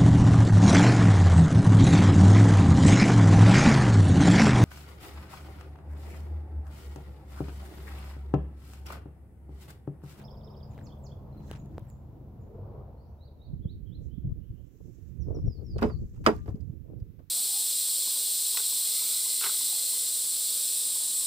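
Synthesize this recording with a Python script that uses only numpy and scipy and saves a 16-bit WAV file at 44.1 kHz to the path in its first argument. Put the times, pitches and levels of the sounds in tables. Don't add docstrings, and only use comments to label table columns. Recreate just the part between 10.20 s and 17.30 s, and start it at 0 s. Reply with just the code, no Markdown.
import sys
import numpy as np
from scipy import signal
from scipy.io import wavfile

SR = 44100
rng = np.random.default_rng(int(sys.argv[2]) if len(sys.argv) > 2 else 0)


def to_wav(s):
    ch = np.atleast_2d(s).T
    pcm = np.round(np.clip(ch, -1, 1) * 32767)
    wavfile.write(sys.argv[1], SR, pcm.astype(np.int16))


N = 313101
TIME = np.arange(N) / SR
CUTOFF_HZ = 15850


def from_db(db):
    return 10 ** (np.asarray(db) / 20)


def rms_one(x):
    return x / np.sqrt(np.mean(x ** 2) + 1e-20)


def in_time(rows):
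    s, *columns = np.transpose(rows)
    return [np.interp(TIME, s, c) for c in columns]


def at_hz(points, hz, column=1):
    points = np.array(points)
    return np.interp(np.log(hz), np.log(points[:, 0]), points[:, column])


def panned(left_right_db):
    gains = from_db(np.array([[.5], [-.5]]) * left_right_db)
    return gains / np.sqrt(np.mean(gains ** 2, axis=0))


def add(out, s, sound):
    start = max(round(s * SR), 0)
    out[..., start:start + sound.shape[-1]] += sound[..., :N - start]


def filtered(x, hz, kind, order=2):
    sos = signal.butter(order, np.clip(hz, 10, .45 * SR), kind, fs=SR, output="sos")
    return signal.sosfilt(sos, x)


def drift(rate_hz):
    pole = np.exp(-80 * np.pi * rate_hz / SR)
    white = rng.standard_normal(N // 40 + 2002)
    slow = signal.lfilter([1], [1, -2 * pole, pole * pole], white)[2000:]
    return np.interp(np.arange(N) / 40, np.arange(len(slow)), rms_one(slow))


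def swell(s, width_s, db):
    return from_db(db) * np.exp(-.5 * ((TIME - s) / width_s) ** 2)


def noise_bands(size, low_hz, high_hz, likeness):
    edges = 22 * 2 ** np.arange(0, 10, .5)
    white = rng.standard_normal((2, 2, size))
    for k, (low, high) in enumerate(zip(edges, edges[1:])):
        if high > low_hz and low < high_hz:
            mid, side = filtered(white[k % 2], [low, high], "band")
            hz = np.sqrt(low * high)
            alike = np.clip(at_hz(likeness, hz), -1, 1)
            yield hz, np.sqrt(1 + alike) * mid + np.sqrt(1 - alike) * side * [[1], [-1]]


# frequency in Hz, correlation.
PORT_LIKENESS = [(60, 1), (600, 0.67), (1400, 0.051), (2600, 0.03), (7000, 0.082), (12000, 0.96)]

def coloured(spectrum, patchy_db, rate_hz, likeness=PORT_LIKENESS):
    bands = noise_bands(N, spectrum[0][0], spectrum[-1][0], likeness)
    shaped = (band * from_db(at_hz(spectrum, hz) + patchy_db * drift(rate_hz)) for hz, band in bands)
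    return rms_one(sum(shaped))


def outdoors(x, t60, wet_db, delay_s):
    t = TIME[:SR // 2]
    build_up = 1 - np.exp(-(t / delay_s) ** 2)
    tail = rng.standard_normal((2, len(t))) * from_db(-60 * t / t60) * build_up
    tail /= np.sqrt(np.sum(tail ** 2, axis=1, keepdims=True))
    return x + from_db(wet_db) * signal.fftconvolve(x, tail, axes=1)[:, :N]


# time in seconds, relative level in dB.
AIR_LEVEL = [(0.0, -80), (2.25, -84), (3.12, -86), (4.6, -83), (4.78, -81.5), (5.5, -83.5)]
# frequency in Hz, relative density in dB.
AIR_SPECTRUM = [(300, 13.5), (700, 0.5), (1000, 4.5), (1600, 4.5), (2700, 1.5), (5400, -5), (7200, -4),
                (8400, -7.5), (9500, -17.5), (12000, -4.5), (15500, 5)]

def air(gain_db=6.0):
    hiss_db, = in_time(AIR_LEVEL)
    return from_db(hiss_db + gain_db) * coloured(AIR_SPECTRUM, patchy_db=0.5, rate_hz=4.5)


# time in seconds, relative level in dB.
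ENGINE_LEVEL = [(0.0, -51.5), (0.98, -48), (1.3, -45.5), (1.9, -51), (2.6, -46), (2.84, -53.5),
                (3.25, -55.5)]
# frequency in Hz, relative density in dB.
DRONE_SPECTRUM = [(25, -8.5), (45, -17.5), (70, -2.5), (130, -6), (190, -14), (280, -19.5), (400, -14),
                  (700, -66.5), (1500, -68)]
# frequency in Hz, relative level in dB at the start, then when the car is gone.
ENGINE_TONES = [(53.5, -11, -7), (76.6, -8, -6), (138.4, -3, -12), (208.5, -7.5, -19)]
CAR_GONE_S, CAR_FADE_S = 3.42, 0.12

def engine(drone_db=3.0, tones_db=3.0, firing_hz=26.0, throb=0.15, waver_hz=1.51):
    level_db, = in_time(ENGINE_LEVEL)
    firing = 1 + throb * np.sin(2 * np.pi * firing_hz * TIME)
    out = from_db(drone_db) * coloured(DRONE_SPECTRUM, patchy_db=4.0, rate_hz=3.3) * firing
    for hz, first_db, last_db in ENGINE_TONES:
        phase = 2 * np.pi * np.cumsum(hz + waver_hz * drift(3.32)) / SR
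        tone_db = tones_db + np.interp(TIME, [0, CAR_GONE_S], [first_db, last_db])
        out += np.sqrt(2) * np.sin(phase) * from_db(tone_db)
    return from_db(level_db) * out


# time in seconds, relative level in dB.
TYRE_LEVEL = [(0.0, -56.5), (0.66, -57), (1.77, -62), (2.32, -62.5), (2.47, -55), (2.62, -56), (2.78, -61),
              (3.25, -67)]
# frequency in Hz, relative density in dB.
TYRE_SPECTRUM = [(150, 5), (300, 3.5), (400, -8.5), (520, 9.5), (800, 4), (1150, -6.5), (1500, -18),
                 (2200, -37), (4000, -2)]

def tyres(roar_db=2.5, tread_db=-61.0, brisk_db=-51.5, tread_growth=1.9):
    rolling_db, = in_time(TYRE_LEVEL)
    roar = filtered(coloured(TYRE_SPECTRUM, patchy_db=0.5, rate_hz=1.8), 1400, "low", order=3)
    tread = filtered(coloured(TYRE_SPECTRUM, patchy_db=-5.0, rate_hz=18), [1020, 1240], "band")
    singing_db = tread_db + tread_growth * (rolling_db - brisk_db)
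    return roar * from_db(rolling_db + roar_db) + rms_one(tread) * from_db(singing_db)


def car():
    fade = np.clip((CAR_GONE_S - TIME) / CAR_FADE_S, 0, 1)
    return (engine() + tyres()) * fade * panned(0.57)


# start in seconds, thump, tick and ring in relative dB, ring pitch in Hz.
STONE_POPS = [(.579, -36, -67, -50, 2040), (.588, -65, -64, -45, 1680), (1.3133, -29, -25.5, -40.5, 2960),
              (1.459, -68, -47, -81, 3000), (1.5812, -26, -37, -66, 3000), (1.595, -66, -43, -70, 3450),
              (1.701, -66, -40.5, -78, 3000)]
# centre and width in seconds, level in dB.
SCUFFS = [(0, 0.029, -55), (0.594, 0.075, -67), (1.29, 0.087, -67), (1.34, 0.029, -60.5),
          (1.613, 0.091, -71.5)]
# frequency in Hz, relative density in dB.
CRUNCH_SPECTRUM = [(600, 4), (1600, 1), (3200, -5), (5000, -13), (7200, -13), (9000, -23), (12500, -13.5),
                   (16000, -22)]

def grit(thump_hz=520, thump_t60=0.0047, tick_t60=0.0024, stone_t60=0.0098, grain_db=3.5):
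    out, t = np.zeros((2, N)), TIME[:SR // 20]
    for s, thump_db, tick_db, ring_db, stone_hz in STONE_POPS:
        thump = 2 * np.sin(2 * np.pi * thump_hz * t) * from_db(thump_db - 60 * t / thump_t60)
        tick = .5 * rng.standard_normal((2, len(t))) * from_db(tick_db - 60 * t / tick_t60)
        ring = np.sin(2 * np.pi * stone_hz * t) * from_db(ring_db - 60 * t / stone_t60)
        add(out, s, thump + tick + ring)
    scuffing = sum(swell(*scuff) for scuff in SCUFFS)
    crunch = coloured(CRUNCH_SPECTRUM, patchy_db=-4.0, rate_hz=23) * from_db(grain_db * drift(210))
    return out + scuffing * rms_one(crunch)


SYLLABLES = { "trill": [(0, 4000, -15), (.008, 3550, -6.5), (.017, 3000, -17), (.023, 4300, -30),
             (.030, 4750, -3), (.040, 5250, -1), (.048, 5600, -13)], "swoop": [(0, 8320, -16),
             (.025, 8040, -41), (.058, 7300, -3.5), (.072, 6230, 0), (.086, 4450, 1.5), (.094, 4120, -28),
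             (.108, 3480, -5), (.122, 3050, -18), (.137, 3530, 0.5), (.15, 3650, -27)],
             "arch": [(0, 3866, -18), (.035, 4000, 7.5), (.055, 4380, 6.5), (.08, 4870, -4),
             (.095, 4150, 4.5), (.115, 3160, -22.5)], "rise": [(0, 2890, -28), (.033, 3570, -7.5),
             (.067, 3160, -13), (.095, 3900, -1), (.118, 4500, -0.5), (.13, 4500, -10)],
             "pip": [(0, 4340, -5), (.01, 4020, 14.5), (.022, 3920, 0)], "dip": [(0, 6150, -22),
             (.015, 6110, -2.5), (.032, 5500, 6.5), (.05, 4400, -27)], "slide": [(0, 5560, -10),
             (.012, 5600, -3.5), (.05, 5080, -2.5), (.09, 4694, -1), (.122, 4300, -5), (.135, 4180, -18.5)]}
# start in seconds, syllable, repeats, period in seconds,
# pitch ratio, ratio change per repeat, relative level in dB.
SONGS = [(0.011, "trill", 7, .065, .99, 0, -51), (.489, "dip", 1, 0, 1.23, 0, -67),
         (0.588, "swoop", 2, .198, 0.98, 0, -52.5), (1.12, "pip", 4, .05, 1.02, 0, -71.5),
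         (1.368, "dip", 2, .31, 1.23, .03, -61), (2.19, "dip", 1, 0, 1.22, 0, -73),
         (2.752, "arch", 1, 0, 1.06, 0, -72.5), (2.77, "rise", 1, 0, 1.38, 0, -74),
         (2.982, "arch", 2, .2, 0.97, -.02, -62), (3.401, "rise", 2, .236, 0.97, -.05, -57),
         (3.88, "arch", 1, 0, .76, 0, -70.5), (4.18, "arch", 2, .141, 0.72, -.02, -76),
         (5.0, "dip", 2, .133, 0.98, -.02, -58.5), (5.258, "slide", 3, .187, 1.007, -.013, -55)]

def birds(near_db=-5.0, quaver=0.0063, flicker_db=3.5, far_db=-68.0, scatter_db=-4.5):
    near, far, t = np.zeros(N), np.zeros(N), TIME[:SR // 6]
    waver = 1 + quaver * drift(90)
    notes = [(s + k * period, name, ratio + k * step, db)
             for s, name, repeats, period, ratio, step, db in SONGS for k in range(round(repeats))]
    for k, (s, name, ratio, note_db) in enumerate(notes):
        when, hz, db = np.transpose(SYLLABLES[name])
        pitch = ratio * np.interp(t, when, hz) * waver[k * len(t):(k + 1) * len(t)]
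        gate = np.clip(np.minimum(t, when[-1] - t) / 0.0026, 0, 1)
        envelope = from_db(note_db + np.interp(t, when, db)) * gate
        note = np.sin(2 * np.pi * np.cumsum(pitch) / SR) * envelope
        far_share = 1 / (1 + from_db(note_db - far_db))
        add(near, s, note * (1 - far_share))
        add(far, s, note * far_share)
    near = near * from_db(near_db + flicker_db * drift(43)) * panned(-7.0)
    far = far * panned(-5.5)
    scatter_only = outdoors(far, t60=0.63, wet_db=scatter_db, delay_s=0.0051) - far
    return outdoors(near, t60=0.3, wet_db=-4.5, delay_s=.006) + scatter_only


# centre and width in seconds, relative level in dB.
STIRS_AND_TICK = [(1.302, 0.041, -58), (3.853, .03, -69), (4.724, 0.21, -67.5), (5.9, 0.33, -68.5)]
# frequency in Hz, relative density in dB.
HIGH_RUSTLE_SPECTRUM = [(4500, -26.5), (6000, -9.5), (7100, 3), (8500, -12)]

def leaves_and_tick(gain_db=-9.0):
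    rustle = filtered(coloured(HIGH_RUSTLE_SPECTRUM, patchy_db=2.0, rate_hz=24), 7800, "low", order=8)
    envelope = sum(swell(*row) for row in STIRS_AND_TICK)
    return from_db(gain_db) * envelope * rustle * panned(-15.0)


# time in seconds, relative strength in dB.
WIND_LEVEL = [(3.2, -57), (3.33, -41.5), (4.01, -40.5), (4.07, -30), (4.14, -42), (4.44, -47),
              (4.55, -56.5), (4.69, -44.5), (4.8, -52), (5.06, -31.5), (5.15, -39), (5.28, -28.5),
              (5.34, -42.5), (5.66, -32), (5.71, -39.5), (5.84, -31), (5.88, -46.5), (6.03, -38),
              (6.52, -42.5), (6.55, -47.5), (6.81, -41.5), (7.1, -59)]
# time in seconds, left over right in dB.
LEE = [(3.2, -1), (3.26, -18), (3.57, -3), (3.69, -31), (3.76, -5.5), (3.97, -30.5), (4.12, 13.0),
       (4.23, -33), (4.31, -11), (4.4, -38.5), (4.98, -27.5), (5.44, 21), (5.51, 2.5), (6.34, 3.5),
       (6.38, -26), (6.76, -28), (6.81, -7), (7.1, -38)]
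# centre and width in seconds, level and left over right in dB.
GUSTS = [(3.449, 0.0043, -47, 11), (4.107, 0.008, -50.5, -14), (4.61, 0.0064, -50, 25),
         (5.109, 0.024, -35, 14), (5.175, 0.011, -32, 17), (5.276, 0.028, -47.5, -10),
         (5.419, 0.028, -49, -21), (5.569, .014, -39.5, -7.5), (6.388, 0.0066, -50.5, 18),
         (6.71, 0.039, -50.5, 18), (6.999, 0.0058, -47, -2.5)]
# frequency in Hz, relative density in dB.
BUFFET_SPECTRUM = [(22, -3.5), (40, 0), (70, 5), (130, -0.5), (200, -10.5), (300, -19.5), (450, -42),
                   (700, -66), (1400, -63.5)]
FLUTTER_SPECTRUM = [(150, -20), (280, 10.5), (400, 5.5), (520, -19), (700, -22.5), (1100, -37)]
RASP_SPECTRUM = [(200, -10), (330, 19), (460, 15.5), (620, -15.5), (850, -27.5), (1200, -60), (1600, -37)]

def wind(buffet_db=2.0, calm_db=-62.5, flutter_db=-63.0, breakup_db=-37, growth=1.2, lumpy_db=2.0):
    (level_db,), (side_db,) = in_time(WIND_LEVEL), in_time(LEE)
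    buffeting = from_db(level_db + buffet_db) * panned(side_db)
    fluttering = from_db(calm_db) + from_db(flutter_db + growth * (level_db - breakup_db))
    rasping = sum(swell(s, width, db) * panned(pan_db) for s, width, db, pan_db in GUSTS)
    lumps = rms_one(from_db(lumpy_db * np.array([drift(26), drift(22)])))
    ports = [(50, 0.14), (400, 0.32)]
    buffet = coloured(BUFFET_SPECTRUM, patchy_db=1.0, rate_hz=21, likeness=ports)
    buffet = filtered(buffet, 520, "low", order=4)
    flutter = coloured(FLUTTER_SPECTRUM, patchy_db=-4.5, rate_hz=14, likeness=ports)
    flutter = filtered(flutter, 850, "low", order=4)
    rasp = coloured(RASP_SPECTRUM, patchy_db=7.5, rate_hz=82, likeness=ports)
    rasp = filtered(rasp, 1450, "low", order=6)
    fade_in = np.interp(TIME, [3.1, 3.3], [0, 1])
    return (buffet * buffeting + flutter * fluttering) * lumps * fade_in + rasp * rasping


# centre in seconds, relative peak in dB, pitch in Hz, left over right in dB.
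EDDIES = [(3.339, -21.5, 118, -2.5), (3.458, -19, 136.6, -1.5), (3.984, -25, 182, -25),
          (4.05, -18.5, 119, -5), (4.077, -19, 117, -6), (4.124, -20, 113, 15.5), (4.308, -24, 93, 0),
          (5.252, -21, 119, -9), (5.279, -21.5, 86, 24), (5.567, -22.5, 114, -1), (5.823, -27.5, 129, 3),
          (6.292, -21, 89, 3), (6.347, -21, 168, 5), (6.502, -23.5, 123, -6), (6.824, -22, 81, -10)]

def eddies(gain_db=-2.0, width_cycles=0.53):
    out, t = np.zeros((2, N)), TIME[:SR // 10] - .05
    for s, peak_db, hz, pan_db in EDDIES:
        phase = 2 * np.pi * hz * t + rng.normal(0, 0.91, (2, 1))
        thump = np.exp(-(t * hz / width_cycles) ** 2) * np.cos(phase)
        add(out, s + t[0], from_db(peak_db + gain_db) * thump * panned(pan_db))
    return out


# start in seconds, then panel thud, metal clack and tick in relative dB.
DOOR_HITS = [(5.582, -41.5, -33, -22.5), (5.588, -31, -21.5, -36), (5.621, -7, -9, -45),
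             (5.627, -8, -9, -17.5), (5.6375, -4.5, -17, -29), (5.647, -31, -66, -26),
             (5.658, -32, -48, -41), (5.698, -22, -26.5, -44), (6.0634, -6, 2.5, 1),
             (6.0712, -0.5, -1, -13), (6.0794, -4.5, -6.5, -29.5), (6.259, -30.5, -40, -43),
             (6.279, -21, -28.5, -59), (6.289, -45, -60, -34), (6.355, -30.5, -61, -43),
             (6.407, -37, -75.5, -39), (6.8, -46, -70, -43), (6.992, -43, -46, -54)]
# frequency in Hz, relative level in dB, seconds to fall by 60 dB.
DOOR_MODES = [(220, -21.5, 0.15), (315.6, -30, 0.14), (391, -25.5, 0.12), (427, -20, 0.16),
              (536, -25, 0.057), (649, -30.5, 0.056), (710, -27, 0.14), (910, -29, 0.055),
              (1015, -28.5, .1), (1122, -24, .09), (1190, -49, 0.49), (1194, -25.5, 0.048),
              (1290, -33, 0.041), (1394, -35.5, 0.11), (1897.5, -28, 0.093), (2200, -42, .08),
              (2590, -33.5, .06), (3030, -29.5, .045), (3350, -38.5, 0.022), (4880, -25, .045)]
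DOOR_CLATTER = [(90, -44, 0.13), (250, -17.5, 0.15), (480, -21.5, 0.13), (1120, -24, 0.11),
                (2022, -26, 0.065), (3060, -25.5, 0.025), (4650, -27, 0.036), (7000, -34.5, 0.052),
                (11000, -44.5, 0.084), (15000, -51.5, .06)]

def door(clatter_db=-1.5, spread_db=1.0, left_lag_s=0.00027, panel_rise_cycles=0.61):
    out, t = np.zeros((2, N)), TIME[:SR // 3]
    port_time = np.maximum(t - np.array([[left_lag_s], [0]]), 0)
    bands = [(hz, rms_one(band)) for hz, band in noise_bands(N, 60, CUTOFF_HZ, PORT_LIKENESS)]
    for k, (s, thud_db, clack_db, tick_db) in enumerate(DOOR_HITS):
        contact = [(400, thud_db), (1150, clack_db), (5500, tick_db)]
        for (hz, db, t60), chance in zip(DOOR_MODES, rng.standard_normal(len(DOOR_MODES))):
            strength_db = db + at_hz(contact, hz) + spread_db * chance
            mode = rng.choice([-1, 1]) * np.sin(2 * np.pi * hz * port_time)
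            add(out, s, mode * from_db(strength_db - 60 * t / t60))
        for hz, band in bands:
            strength_db = clatter_db + at_hz(DOOR_CLATTER, hz) + at_hz(contact, hz)
            rise = 1 - np.exp(-t * hz / panel_rise_cycles)
            decay = from_db(strength_db - 60 * t / at_hz(DOOR_CLATTER, hz, column=2))
            add(out, s, band[:, k * len(t):(k + 1) * len(t)] * rise * decay)
    return outdoors(out * panned(-2.0), t60=0.14, wet_db=-15.5, delay_s=0.012)


# start and rise time in seconds, level in dB.
DOOR_RUSTLES = [(5.584, 0.01, -60.5), (5.61, 0.0083, -49), (5.65, 0.019, -61), (5.931, 0.023, -70.5),
                (6.038, 0.023, -48.5), (6.07, 0.039, -60), (6.258, 0.017, -64.5)]
# frequency in Hz, relative density in dB.
DOOR_RUSTLE_SPECTRUM = [(900, 10.5), (1800, 5), (3000, -2.5), (5000, -5), (7200, -5), (9000, -15),
                        (12000, -11), (16000, -12)]

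def door_rustles(grain_db=-4.0):
    envelope = 0
    for s, rise, db in DOOR_RUSTLES:
        age = np.maximum(TIME - s, 0) / rise
        envelope = envelope + from_db(db) * age * np.exp(1 - age)
    rustle = coloured(DOOR_RUSTLE_SPECTRUM, patchy_db=3.0, rate_hz=30) * from_db(grain_db * drift(200))
    return envelope * rms_one(rustle) * panned(-2.3)


# centre in seconds, peak in dB, pitch in Hz, width in seconds.
LATCH_SNAP = [(6.0646, -5.0, 1200, .0012)]

def latch_snap(left_lag_s=0.00025):
    out, t = np.zeros((2, N)), TIME[:SR // 100] - .005
    port_time = t - np.array([[left_lag_s], [0]])
    for s, peak_db, hz, width in LATCH_SNAP:
        envelope = from_db(peak_db) * np.exp(-(port_time / width) ** 2)
        add(out, s + t[0], envelope * np.cos(2 * np.pi * hz * port_time))
    return out * panned(-2.0)


def scene():
    lane = air() + car() + grit() + birds() + leaves_and_tick()
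    return lane + wind() + eddies() + door() + door_rustles() + latch_snap()


def record(dry):
    top_cut = signal.ellip(10, .1, 70, CUTOFF_HZ, fs=SR, output="sos")
    return signal.sosfilt(top_cut, filtered(dry, 22, "high"))


dry = scene()
out = record(dry)
to_wav(out)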